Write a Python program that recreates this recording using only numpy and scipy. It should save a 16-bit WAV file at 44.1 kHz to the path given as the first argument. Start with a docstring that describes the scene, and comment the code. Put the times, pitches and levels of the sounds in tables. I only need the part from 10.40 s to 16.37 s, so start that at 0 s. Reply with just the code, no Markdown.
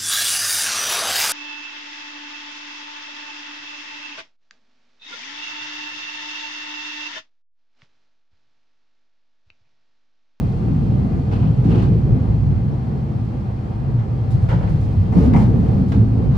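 """A deep rumble with frequent jolts fills an electric commuter train at speed, over rolling noise and air hiss.
Under it lie a faint motor hum and a faint narrow high hiss. On two rough stretches the door bangs and rattles;
a panel buzzes on the first, the wheels knock and grind on the second. Coupling clunks and trim ticks come between.
Noise layers are shaped by spectra and follow the track's roughness; blows are decaying noise and ringing modes.
"""
import sys
import numpy as np
from scipy import signal
from scipy.fft import rfft, irfft, next_fast_len
from scipy.io import wavfile
from scipy.ndimage import uniform_filter1d, map_coordinates

SR = 44100
rng = np.random.default_rng(int(sys.argv[2]) if len(sys.argv) > 2 else 0)


def waveform_to_disk(signal):
    """Save audio, clipped to [-1, 1], as 16-bit WAV at the path in sys.argv[1]."""
    frames = np.transpose(np.atleast_2d(signal))
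    scaled = np.clip(frames, -1, 1) * 32767
    samples = np.round(scaled).astype(np.int16)
    wavfile.write(sys.argv[1], SR, samples)


N = 263277

# track under the car, rough, smooth, then rougher: (time [s], long waves in the rail [dB], short ripples [dB])
TRACK = [(0, -2.5, 0.5), (.2, -5, -2), (.35, -1, 1.5), (.86, -3.5, 0), (1.02, 1.5, 3.5), (1.16, -4, -0.5),
         (1.32, 1.5, 7.5), (1.58, 0, 2.5), (2.15, 1, -3), (2.3, -6.5, -2.5), (3.3, -8, -6.5),
         (3.82, -6.5, -4.5), (3.95, -2, -2.5), (4.68, -1.5, 0), (4.82, 3, 8.5), (5.4, 0.5, 3.5),
         (5.5, -1.5, -0.5), (5.97, 1, 2.5)]
# motor speed, rising until 1.5 s, then slowly falling: (time [s], relative speed [ratio])
SPEED = [(0, 0.96), (1.5, 1.04), (2.7, 1), (3.6, .978), (5.97, 0.93)]
# car resonances: (centre [Hz], width [Hz], lift [dB])
CAR_MODES = [(110.8, 8.4, 6.5), (298, 14, 8), (346.4, 38, 7.5), (447, 6.4, 10)]


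def amp(db):
    """Decibels to gain."""
    return 10 ** (np.asarray(db) / 20)


def along(points, hz):
    """(Hz, value) points read on a log axis."""
    f, v = np.transpose(points)
    return np.interp(np.log(hz + 1), np.log(f + 1), v)


def curves(rows):
    """One value per sample for each column after the time."""
    time_s, *columns = np.transpose(rows)
    return [np.interp(np.arange(N) / SR, time_s, column) for column in columns]


def wobble(knots_per_s):
    """A smooth curve through random knots."""
    knots = rng.standard_normal(int(N * knots_per_s / SR) + 4)
    return map_coordinates(knots, [np.arange(N) * knots_per_s / SR])


def filtered(x, response):
    """Multiply the spectrum of x by a response of frequency."""
    m = next_fast_len(N + SR // 2)
    return irfft(rfft(x, m) * response(np.fft.rfftfreq(m, 1 / SR)), m)[..., :N]


def heard(pair, spectrum, modes=(), wide_db=0, lean_db=0, tilt_db=0):
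    """Colour two unrelated signals and spread them: bass near mono, treble all around; mid at rms 1."""
    # stereo width: (frequency [Hz], side minus mid before wide_db [dB])
    side_curve = [(60, -25.5), (110, -9.5), (200, -10.5), (380, -4.5), (700, 1), (1290, 2.5), (2380, -2),
                  (4400, -4), (8120, 1), (15000, 2)]
    # stereo balance: (frequency [Hz], left minus right before lean_db [dB])
    lean_curve = [(60, -2), (110, -0.5), (200, 1.5), (380, 0.5), (700, -0.5), (1290, -2.5), (2380, 1),
                  (4400, 2.5), (8120, -1.5), (15000, -0.5)]

    def colour_db(hz):
        lifts = sum(db / (1 + (2 * (hz - centre) / width) ** 2) for centre, width, db in modes)
        return along(spectrum, hz) + lifts + tilt_db * np.log2(hz + 1)

    def mid_side_gain(hz):
        return amp(colour_db(hz) + np.outer([0, 1], along(side_curve, hz) + wide_db))

    mid, side = filtered(pair, mid_side_gain)
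    ears = np.array([mid + side, mid - side]) / np.std(mid)
    return filtered(ears, lambda hz: amp(np.outer([.5, -.5], along(lean_curve, hz) + lean_db)))


def noise():
    """Two unrelated white noises."""
    return rng.standard_normal((2, N))


def steadied(x, seconds):
    """Even out swells slower than the given time."""
    power = uniform_filter1d(x.mean(0) ** 2, max(int(seconds * SR), 8))
    return x / np.sqrt(np.abs(power) + 1e-9)


def blow(start_s, t60_s, attack_s):
    """Envelope of a blow: exponential attack and decay."""
    t = np.arange(SR) / SR
    shape = (1 - np.exp(-t / attack_s)) * amp(-60 * t / t60_s)
    return np.pad(shape, (max(round(start_s * SR), 0), N))[:N]


def spells(table, rise_s, t60_s):
    """Envelope of (start, length, dB) rows: each swells, holds and dies away."""
    t = np.arange(N) / SR
    out = np.zeros(N)
    for start_s, length_s, db in table:
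        swell = 1 - np.exp(-np.maximum(t - start_s, 0) / rise_s)
        out += swell * amp(db - 60 * np.maximum(t - start_s - length_s, 0) / t60_s)
    return out


def cabin(x, t60_s):
    """Dense reflections between walls and seats, a different set for each of two paths."""
    t = np.arange(SR // 2) / SR
    tail = rng.standard_normal((2, len(t))) * amp(-60 * t / t60_s)
    return signal.fftconvolve(x[None], tail / np.linalg.norm(tail[0]), axes=1)[:, :N]


def clatter(rough_db):
    """Fast uneven level of parts that bounce against each other, at rms 1."""
    gain = amp(rough_db * wobble(knots_per_s=160))
    return gain / np.sqrt(np.mean(gain ** 2))


def strikes(table, spectrum, modes, attack_s, rough_db, wide_db, lean_db):
    """Blows on one object: a quick contact crack, and a slower body that clatters as it dies."""
    # first contact of hard parts: (frequency [Hz], level [dB])
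    crack_spectrum = [(200, -29.5), (800, -3), (1500, 0), (2150, 3.5), (2900, -7), (4500, -17.5),
                      (8000, -27.5), (15000, -45.5)]
    contact = steadied(heard(noise(), crack_spectrum, wide_db=-2.0, lean_db=1.5), seconds=0.0051)
    out = np.zeros((2, N))
    for start_s, db, bright_db, t60_s, crack_db in table:
        body = heard(noise(), spectrum, modes, wide_db, lean_db, tilt_db=bright_db)
        body = blow(start_s, t60_s, attack_s) * clatter(rough_db) * body
        crack = amp(crack_db) * blow(start_s, t60_s=0.028, attack_s=0.00039) * contact
        out += amp(db) * (body + crack)
    return out


def clang(table, modes, ring_db):
    """Each blow leaves a few of the struck part's modes ringing, at a new phase for each ear."""
    t = np.arange(SR // 2) / SR
    out = np.zeros((2, N + SR))
    for start_s, db, *_ in table:
        first = round(start_s * SR)
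        for hz, mode_db, t60_s in modes:
            envelope = amp(db + mode_db + ring_db - 60 * t / t60_s) * (1 - np.exp(-t / 0.0011))
            tone = np.sin(2 * np.pi * (hz * t + rng.random((2, 1))))
            out[:, first:first + len(t)] += envelope * tone
    return out[:, :N]


def drumming():
    """A low and a high body band trade places as the rail's ripples get longer or shorter."""
    # drumming bands of the car body: (frequency [Hz], level [dB])
    low_spectrum = [(40, -86), (100, -44.5), (135, -8), (158, 0.5), (182, 2.5), (205, -17), (300, -45),
                    (2000, -140)]
    high_spectrum = [(60, -89.5), (165, -23), (200, 1), (218, -1.5), (232, -5), (263, -4), (286, -21),
                     (350, -19), (600, -54), (2000, -130)]
    # shorter ripples drum higher: (time [s], high band minus low band [dB])
    ripple_pitch = [(0, -2.5), (.8, -1), (1.4, -6), (1.8, 0), (2.2, -0.5), (3.3, 3), (3.6, -2.5),
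                    (4.25, -6.5), (4.5, -1), (5, 1.5), (5.4, 2), (5.7, 5), (5.97, -5.5)]
    shift_db, = curves(ripple_pitch)
    high_gain = amp(shift_db + 1.6 * wobble(8.7))
    low = steadied(heard(noise(), low_spectrum, wide_db=-0.5), seconds=0.076)
    high = steadied(heard(noise(), high_spectrum, wide_db=-1.0), seconds=.09)
    return (low + high_gain * high) / np.hypot(1, high_gain)


def rumble():
    """Long waves in the rail shake the floor and boom the cabin air; short ripples drum on the car body."""
    # shaking floor: (frequency [Hz], level [dB])
    floor_spectrum = [(10, -22.5), (22, -15), (33, -22.5), (48, -7), (62, 1), (75, -7.5), (88, 0.5),
                      (98, -12), (125, -18), (220, -41), (800, -140)]
    # booming cabin air: (frequency [Hz], level [dB])
    boom_spectrum = [(30, -69.5), (70, -25), (92, -5), (102, -4.5), (111, 3), (122, -5), (138, 2.5),
                     (150, -6), (175, -34), (300, -60.5), (800, -140)]
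    waves_db, ripples_db = curves(TRACK)
    # each level: dB at 0 dB roughness, dB gained per dB of roughness, random drift
    floor_db = -22 + .9 * waves_db + 0.45 * wobble(7.9)
    boom_db = -19 + 0.88 * waves_db + 1.7 * wobble(10)
    body_db = -24.5 + 0.96 * ripples_db + 1.4 * wobble(10)
    floor = steadied(heard(noise(), floor_spectrum, wide_db=-1.5), seconds=0.097)
    boom = steadied(heard(noise(), boom_spectrum, CAR_MODES, wide_db=-2.5), seconds=0.089)
    return amp(floor_db) * floor + amp(boom_db) * boom + amp(body_db) * drumming()


def rolling():
    """Even roar of steel on steel, a little louder on rough track, and the whining hiss of ventilation."""
    # steel on steel: (frequency [Hz], level [dB])
    rail_spectrum = [(60, -63), (200, -23), (330, -0.5), (480, 3.5), (610, -2), (760, -1.5), (950, -6),
                     (1200, -10), (1500, -14.5), (2100, -19.5), (3000, -32.5), (5000, -63), (10000, -91.5)]
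    # rail resonances: (centre [Hz], width [Hz], lift [dB])
    rail_modes = [(424, 5.8, 1.3), (679, 26, 4.5), (771.4, 22, 7), (837, 9.4, 3.9), (920, 15, 3.2),
                  (1188, 17, 5.5)]
    # ventilation: (frequency [Hz], level [dB])
    air_spectrum = [(200, -57.5), (900, -22.5), (2000, 2.5), (3100, 2), (3650, 0), (4400, 1), (4950, -4),
                    (5800, -6), (7800, -12.5), (11500, -18.5), (16000, -32.5)]
    # fan resonances: (centre [Hz], width [Hz], lift [dB])
    fan_modes = [(2080, 60, 6.5), (2470, 76, 7.5), (2730, 80, 5), (3180, 110, 4.5), (4250, 400, 1.3),
                 (4600, 130, 2.5)]
    # air hiss: (time [s], level [dB])
    hiss_levels = [(0, -56), (.6, -57.5), (1.4, -57), (1.8, -58), (2.3, -59), (3.5, -60), (4.3, -56.5),
                   (5.3, -57), (5.9, -57.5)]
    _, ripples_db = curves(TRACK)
    hiss_db, = curves(hiss_levels)
    rail_db = -41 + 0.22 * ripples_db + 0.72 * wobble(13)
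    rail = amp(rail_db) * heard(noise(), rail_spectrum, rail_modes, wide_db=-0.5, lean_db=1.5)
    air = amp(hiss_db + .3 * wobble(6.7)) * heard(noise(), air_spectrum, fan_modes, lean_db=1.5)
    return rail + air


def hum():
    """Motor tones follow the motor speed, each wavering a little in pitch and strength."""
    # motor tones: (frequency at speed 1 [Hz], relative level [dB])
    motor_tones = [(126, -32.5), (333.8, -46.5)]
    speed, = curves(SPEED)
    out = np.zeros(N)
    for hz, db in motor_tones:
        phase = 2 * np.pi * np.cumsum(hz * speed * (1 + 0.004 * wobble(12))) / SR
        out += amp(db + 4.5 + 1.8 * wobble(4.1)) * np.sin(phase)
    return out


def narrow_hiss():
    """Faint narrow band of hiss near 5.4 kHz that slides with the speed curve: a randomly modulated carrier."""
    centre_hz, speed_power, fuzz_knots_per_s, level_db = 5380, .6, 150, -74.5  # centre at speed 1
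    speed, = curves(SPEED)
    phase = 2 * np.pi * np.cumsum(centre_hz * speed ** speed_power) / SR
    ears = []
    for _ in range(2):
        in_phase = wobble(fuzz_knots_per_s) * np.cos(phase)
        quadrature = wobble(fuzz_knots_per_s) * np.sin(phase)
        ears.append(in_phase + quadrature)
    return amp(level_db) * np.array(ears)


def wheels():
    """The wheels drone on the rail's ripples, knock at a rail joint and grind over rough rail."""
    # drone on rail ripples: (frequency [Hz], level [dB])
    drone_spectrum = [(100, -83.5), (240, -11.5), (290, 1), (350, -4), (410, 0.5), (480, -3.5), (550, -8),
                      (630, -17.5), (900, -23.5), (1600, -50.5), (4000, -120)]
    # wheel knocks: (time [s], level [dB], brightness [dB per octave], t60 [s], crack over body [dB])
    knock_rows = [(4.721, -34, 2, 0.35, -14), (4.936, -26, 0, 0.2, -3.5), (4.946, -22, -4, .13, -13.5),
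                  (4.961, -26, 1.65, 0.44, -4)]
    # body of a knock: (frequency [Hz], level [dB])
    knock_spectrum = [(60, -48.5), (200, -12.5), (450, 5.5), (620, -5), (800, 4.5), (1150, -6.5),
                      (1450, -18.5), (1750, -19), (2400, -25.5), (3200, -26.5), (3700, -38.5), (4500, -31),
                      (8000, -40), (15000, -58)]
    # wheel resonances: (centre [Hz], width [Hz], lift [dB])
    wheel_modes = [(800, 92, 3.2), (955, 77, 4), (1200, 64, 3.4), (1450, 50, 3.1), (1860, 180, 3.5),
                   (2080, 160, 10), (2300, 140, 7)]
    # steel ringing after a knock: (frequency [Hz], relative level [dB], t60 [s])
    steel_ring = [(698, -4.5, .25), (832, 0, 0.15), (935, -4.5, 0.16), (1184, -11, 0.26),
                  (2026, -8.5, 0.13), (2100, -11, 0.19), (2320, -18.5, .08)]
    # grinding spells: (start [s], length [s], level [dB])
    grind_rows = [(4.745, 0.12, -28), (4.98, .05, -29), (5.16, 0.25, -38.5)]
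    # grinding: (frequency [Hz], level [dB])
    grind_spectrum = [(80, -39.5), (300, -3), (500, 9.5), (650, 1.5), (850, -1.5), (1300, -15),
                      (2200, -18.5), (3700, -23.5), (5200, -24.5), (8000, -36.5), (12000, -37),
                      (15500, -52.5)]
    # grinding resonances: (centre [Hz], width [Hz], lift [dB])
    grind_modes = [(448, 23, 13.5), (482, 26, 6), (769, 20, -4), (810, 16, 3.5), (1230, 22, 13.5)]
    _, ripples_db = curves(TRACK)
    surge_db = 2.5 * wobble(14)
    drone = steadied(heard(noise(), drone_spectrum, CAR_MODES, wide_db=-1.5), seconds=0.11)
    drone = amp(-37 + 0.87 * ripples_db + surge_db) * drone
    knocks = strikes(knock_rows, knock_spectrum, wheel_modes,
                     attack_s=0.0022, rough_db=0.2, wide_db=-1.5, lean_db=3.0)
    grind = heard(noise(), grind_spectrum, grind_modes, wide_db=-1)
    grind = spells(grind_rows, rise_s=0.013, t60_s=0.18) * grind
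    return drone + knocks + clang(knock_rows, steel_ring, ring_db=-6.5) + grind


def door():
    """The sliding door bangs in its frame and chatters in many small impacts that the cabin blurs."""
    # door: (frequency [Hz], level [dB])
    door_spectrum = [(80, -51), (300, -15), (550, 8.5), (850, 9), (1200, 1.5), (1900, -8), (3200, -14),
                     (3700, -11), (4400, -14), (5200, -18.5), (8000, -28.5), (12000, -38.5), (16000, -54.5)]
    # door resonances: (centre [Hz], width [Hz], lift [dB])
    door_modes = [(755, 27, 2.5), (1330, 57, 1.9), (1580, 100, 6.1), (2500, 570, 3.3), (2920, 300, 4.7)]
    # bangs: (time [s], level [dB], brightness [dB per octave], t60 [s], crack over body [dB])
    bang_rows = [(.282, -41, -7.5, 0.2, -14), (.913, -41, 0.8, 0.4, -5), (.923, -39.5, -0.5, 0.36, -0.5),
                 (1.03, -40, -5, 0.44, -11.5), (1.24, -45, 3, 0.47, -4), (1.295, -44.5, -2, 0.19, -4.5),
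                 (1.316, -37, -1, .22, -5), (1.356, -41.5, 1.5, .15, -1), (1.422, -43, 2.5, .2, -3),
                 (5.519, -35.5, 1, 0.26, 2)]
    # door leaf ringing after a bang: (frequency [Hz], relative level [dB], t60 [s])
    leaf_ring = [(1344, -4, 0.36), (1510, -0.5, .3), (2215, -6.5, .25), (2460, -8, .3), (2570, -7, .32),
                 (2730, -8, .25), (4230, -14.5, 0.29)]
    # fits of loud chatter: (start [s], length [s], level [dB])
    rattle_rows = [(.93, .1, -51.5), (1.235, 0.22, -41), (4.28, 0.1, -49), (4.74, 0.31, -44),
                   (5.9, .1, -37.5)]
    _, ripples_db = curves(TRACK)
    faint = amp(-68 + 0.89 * ripples_db)
    fits = spells(rattle_rows, rise_s=0.064, t60_s=0.2)
    impacts = (rng.random(N) < 400 / SR) * rng.standard_normal(N)  # about 400 a second
    blurred = cabin(impacts, t60_s=0.47)
    chatter = (faint + fits) * heard(blurred, door_spectrum, door_modes, wide_db=0.5, lean_db=1.0)
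    bangs = strikes(bang_rows, door_spectrum, door_modes,
                    attack_s=0.00065, rough_db=1.5, wide_db=1.5, lean_db=1.5)
    return chatter + bangs + clang(bang_rows, leaf_ring, ring_db=-10.0)


def jolts():
    """Each dent in the rail gives a dull thud and sets the car ringing briefly at its pitch."""
    # jolts, higher for shorter dents: (time [s], level [dB], pitch [Hz], t60 [s])
    jolt_rows = [(0.02, -16, 146.4, 0.19), (0.272, -9.5, 270, 0.18), (0.306, -6, 146, 0.31),
                 (0.358, -14, 110.8, 0.18), (0.52, -7.5, 125, 0.18), (.636, -11.5, 221.7, 0.13),
                 (0.756, -18.5, 124.7, 0.28), (1.017, -9.5, 160, 0.3), (1.05, -16, 250, 0.14),
                 (1.09, -11, 150, .15), (1.17, -3.5, 123.9, 0.22), (1.251, -11, 160.9, 0.49),
                 (1.25, -11, 284, 0.15), (1.31, -28, 351.4, 0.64), (1.375, -8.5, 108.2, 0.19),
                 (1.42, -23, 355, 0.22), (1.488, -11, 168.5, 0.34), (1.719, -8, 115.3, 0.16),
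                 (1.735, -19, 255.4, .4), (1.884, -10.5, 63.8, 0.27), (2.05, -11.5, 133, 0.46),
                 (2.11, -15, 60.6, .28), (3.46, -15.5, 118, 0.76), (3.921, -10, 112, 0.64),
                 (4.119, -13, 138.8, 0.57), (4.305, -11, 147, 0.22), (4.43, -5, 112.5, 0.15),
                 (4.556, -2, 89.8, 0.18), (4.755, 0, 174.9, 0.2), (4.751, -16.5, 298.7, 0.33),
                 (4.826, -8.5, 72.3, 0.22), (4.865, -13.5, 245, 0.29), (4.914, -4.5, 112, 0.3),
                 (4.936, -6, 212, 0.26), (4.945, -7, 165, .35), (5.08, -5.5, 106, 0.12),
                 (5.17, -9.5, 208.5, .3), (5.251, -9.5, 105, 0.22), (5.345, -13, 195, 0.55),
                 (5.55, -9.5, 68.1, 0.27), (5.55, -8, 210, 0.37), (5.571, -11.5, 109.6, 0.61),
                 (5.865, -11.5, 126.9, 0.25)]
    skirt_db_per_octave, thud_db, ring_db = 38, -4, 0
    skirt_db = -3 * skirt_db_per_octave  # three octaves away from the pitch
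    out = np.zeros((2, N))
    for start_s, db, hz, t60_s in jolt_rows:
        spectrum = [(hz / 8, skirt_db), (hz, 0), (hz * 8, skirt_db)]
        thud = steadied(heard(noise(), spectrum), seconds=.06)
        cycles = np.cumsum(hz * (1 + 0.0203 * wobble(20))) / SR
        ring = np.sin(2 * np.pi * (cycles + rng.random()))
        out += amp(db) * blow(start_s, t60_s, attack_s=0.012) * (amp(thud_db) * thud + amp(ring_db) * ring)
    return out


def panel():
    """A thin door panel buzzes in short spells: noise with a fast uneven level."""
    # buzzing spells: (start [s], length [s], level [dB])
    buzz_rows = [(.916, 0.025, -50.5), (.99, .06, -58.5), (1.29, 0.12, -49)]
    # thin panel: (frequency [Hz], level [dB])
    panel_spectrum = [(1000, -26), (2000, -7.5), (2330, -6.5), (2500, 1), (2800, -0.5), (3100, -2),
                      (3450, -6), (3750, -12), (4200, -9), (4700, -13.5), (5200, -18.5), (12000, -44.5)]
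    buzz = clatter(rough_db=2.5) * heard(noise(), panel_spectrum, wide_db=-1.0, lean_db=0.5)
    return spells(buzz_rows, rise_s=.006, t60_s=0.55) * buzz


def coupling():
    """The coupling takes up slack in clunks with a soft attack, and rings on."""
    # clunks: (time [s], level [dB], brightness [dB per octave], t60 [s], crack over body [dB])
    clunk_rows = [(3.585, -41.5, -0.5, 0.33, -11.5), (4.087, -33, 1.5, .28, -3.5),
                  (4.104, -32.5, 0, 0.39, -4.5), (4.114, -32.5, -2.5, 0.44, -9),
                  (4.205, -35, -5.5, 0.29, -16), (4.229, -34.5, -2.5, 0.37, -8.5),
                  (4.276, -37.5, -3.5, 0.33, -5)]
    # body of a clunk: (frequency [Hz], level [dB])
    clunk_spectrum = [(80, -81), (350, -4), (560, 8.5), (730, -1), (920, 6), (1150, -6), (1400, -7.5),
                      (2000, -7), (2500, -19), (3200, -13), (3700, -19), (5000, -23.5), (8000, -35),
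                      (15000, -55)]
    # coupling resonances: (centre [Hz], width [Hz], lift [dB])
    clunk_modes = [(860, 120, 2), (1360, 70, 5.4), (1560, 80, 6.5), (1760, 53, 2.7), (2294, 87, 8.7),
                   (2800, 130, 7.7)]
    # ringing after a clunk: (frequency [Hz], relative level [dB], t60 [s])
    clunk_ring = [(504, 0.5, .36), (608, 0.5, .25), (853, 1, .22), (1296, -2.5, .3), (1444, -3, 0.28),
                  (1720, -6.5, .25), (2230, -10, .25), (3060, -17, .2), (3210, -16, .18)]
    clunks = strikes(clunk_rows, clunk_spectrum, clunk_modes,
                     attack_s=0.0035, rough_db=0.0, wide_db=1.0, lean_db=0.5)
    return clunks + clang(clunk_rows, clunk_ring, ring_db=-9.5)


def ticks():
    """Loose trim ticks: bright noise under short decaying envelopes."""
    # ticks: (time [s], level [dB], t60 [s])
    tick_rows = [(3.904, -54.5, 0.43), (4.02, -62, 0.36), (4.29, -59, 0.47), (4.41, -60, .45),
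                 (4.526, -61.5, 0.037), (5.48, -57, 0.45)]
    # loose trim: (frequency [Hz], level [dB])
    trim_spectrum = [(400, -62.5), (1500, -21), (4000, 8.5), (7000, -1.5), (11000, -6), (15500, -14.5)]
    envelope = sum(amp(db) * blow(start_s, t60_s, attack_s=.002) for start_s, db, t60_s in tick_rows)
    return envelope * heard(noise(), trim_spectrum, wide_db=0.5, lean_db=1.5)


def scene():
    """Sum of all sources in the cabin."""
    steady = rumble() + rolling() + hum() + narrow_hiss()
    return steady + wheels() + door() + jolts() + panel() + coupling() + ticks()


def record(dry):
    """Round off the highest peaks, then cut everything above the band limit."""
    ceiling, top_hz = .97, 15750
    soft = dry / (1 + np.abs(dry / ceiling) ** 8) ** (1 / 8)
    return filtered(soft, lambda hz: hz < top_hz)


dry = scene()
out = record(dry)
waveform_to_disk(out)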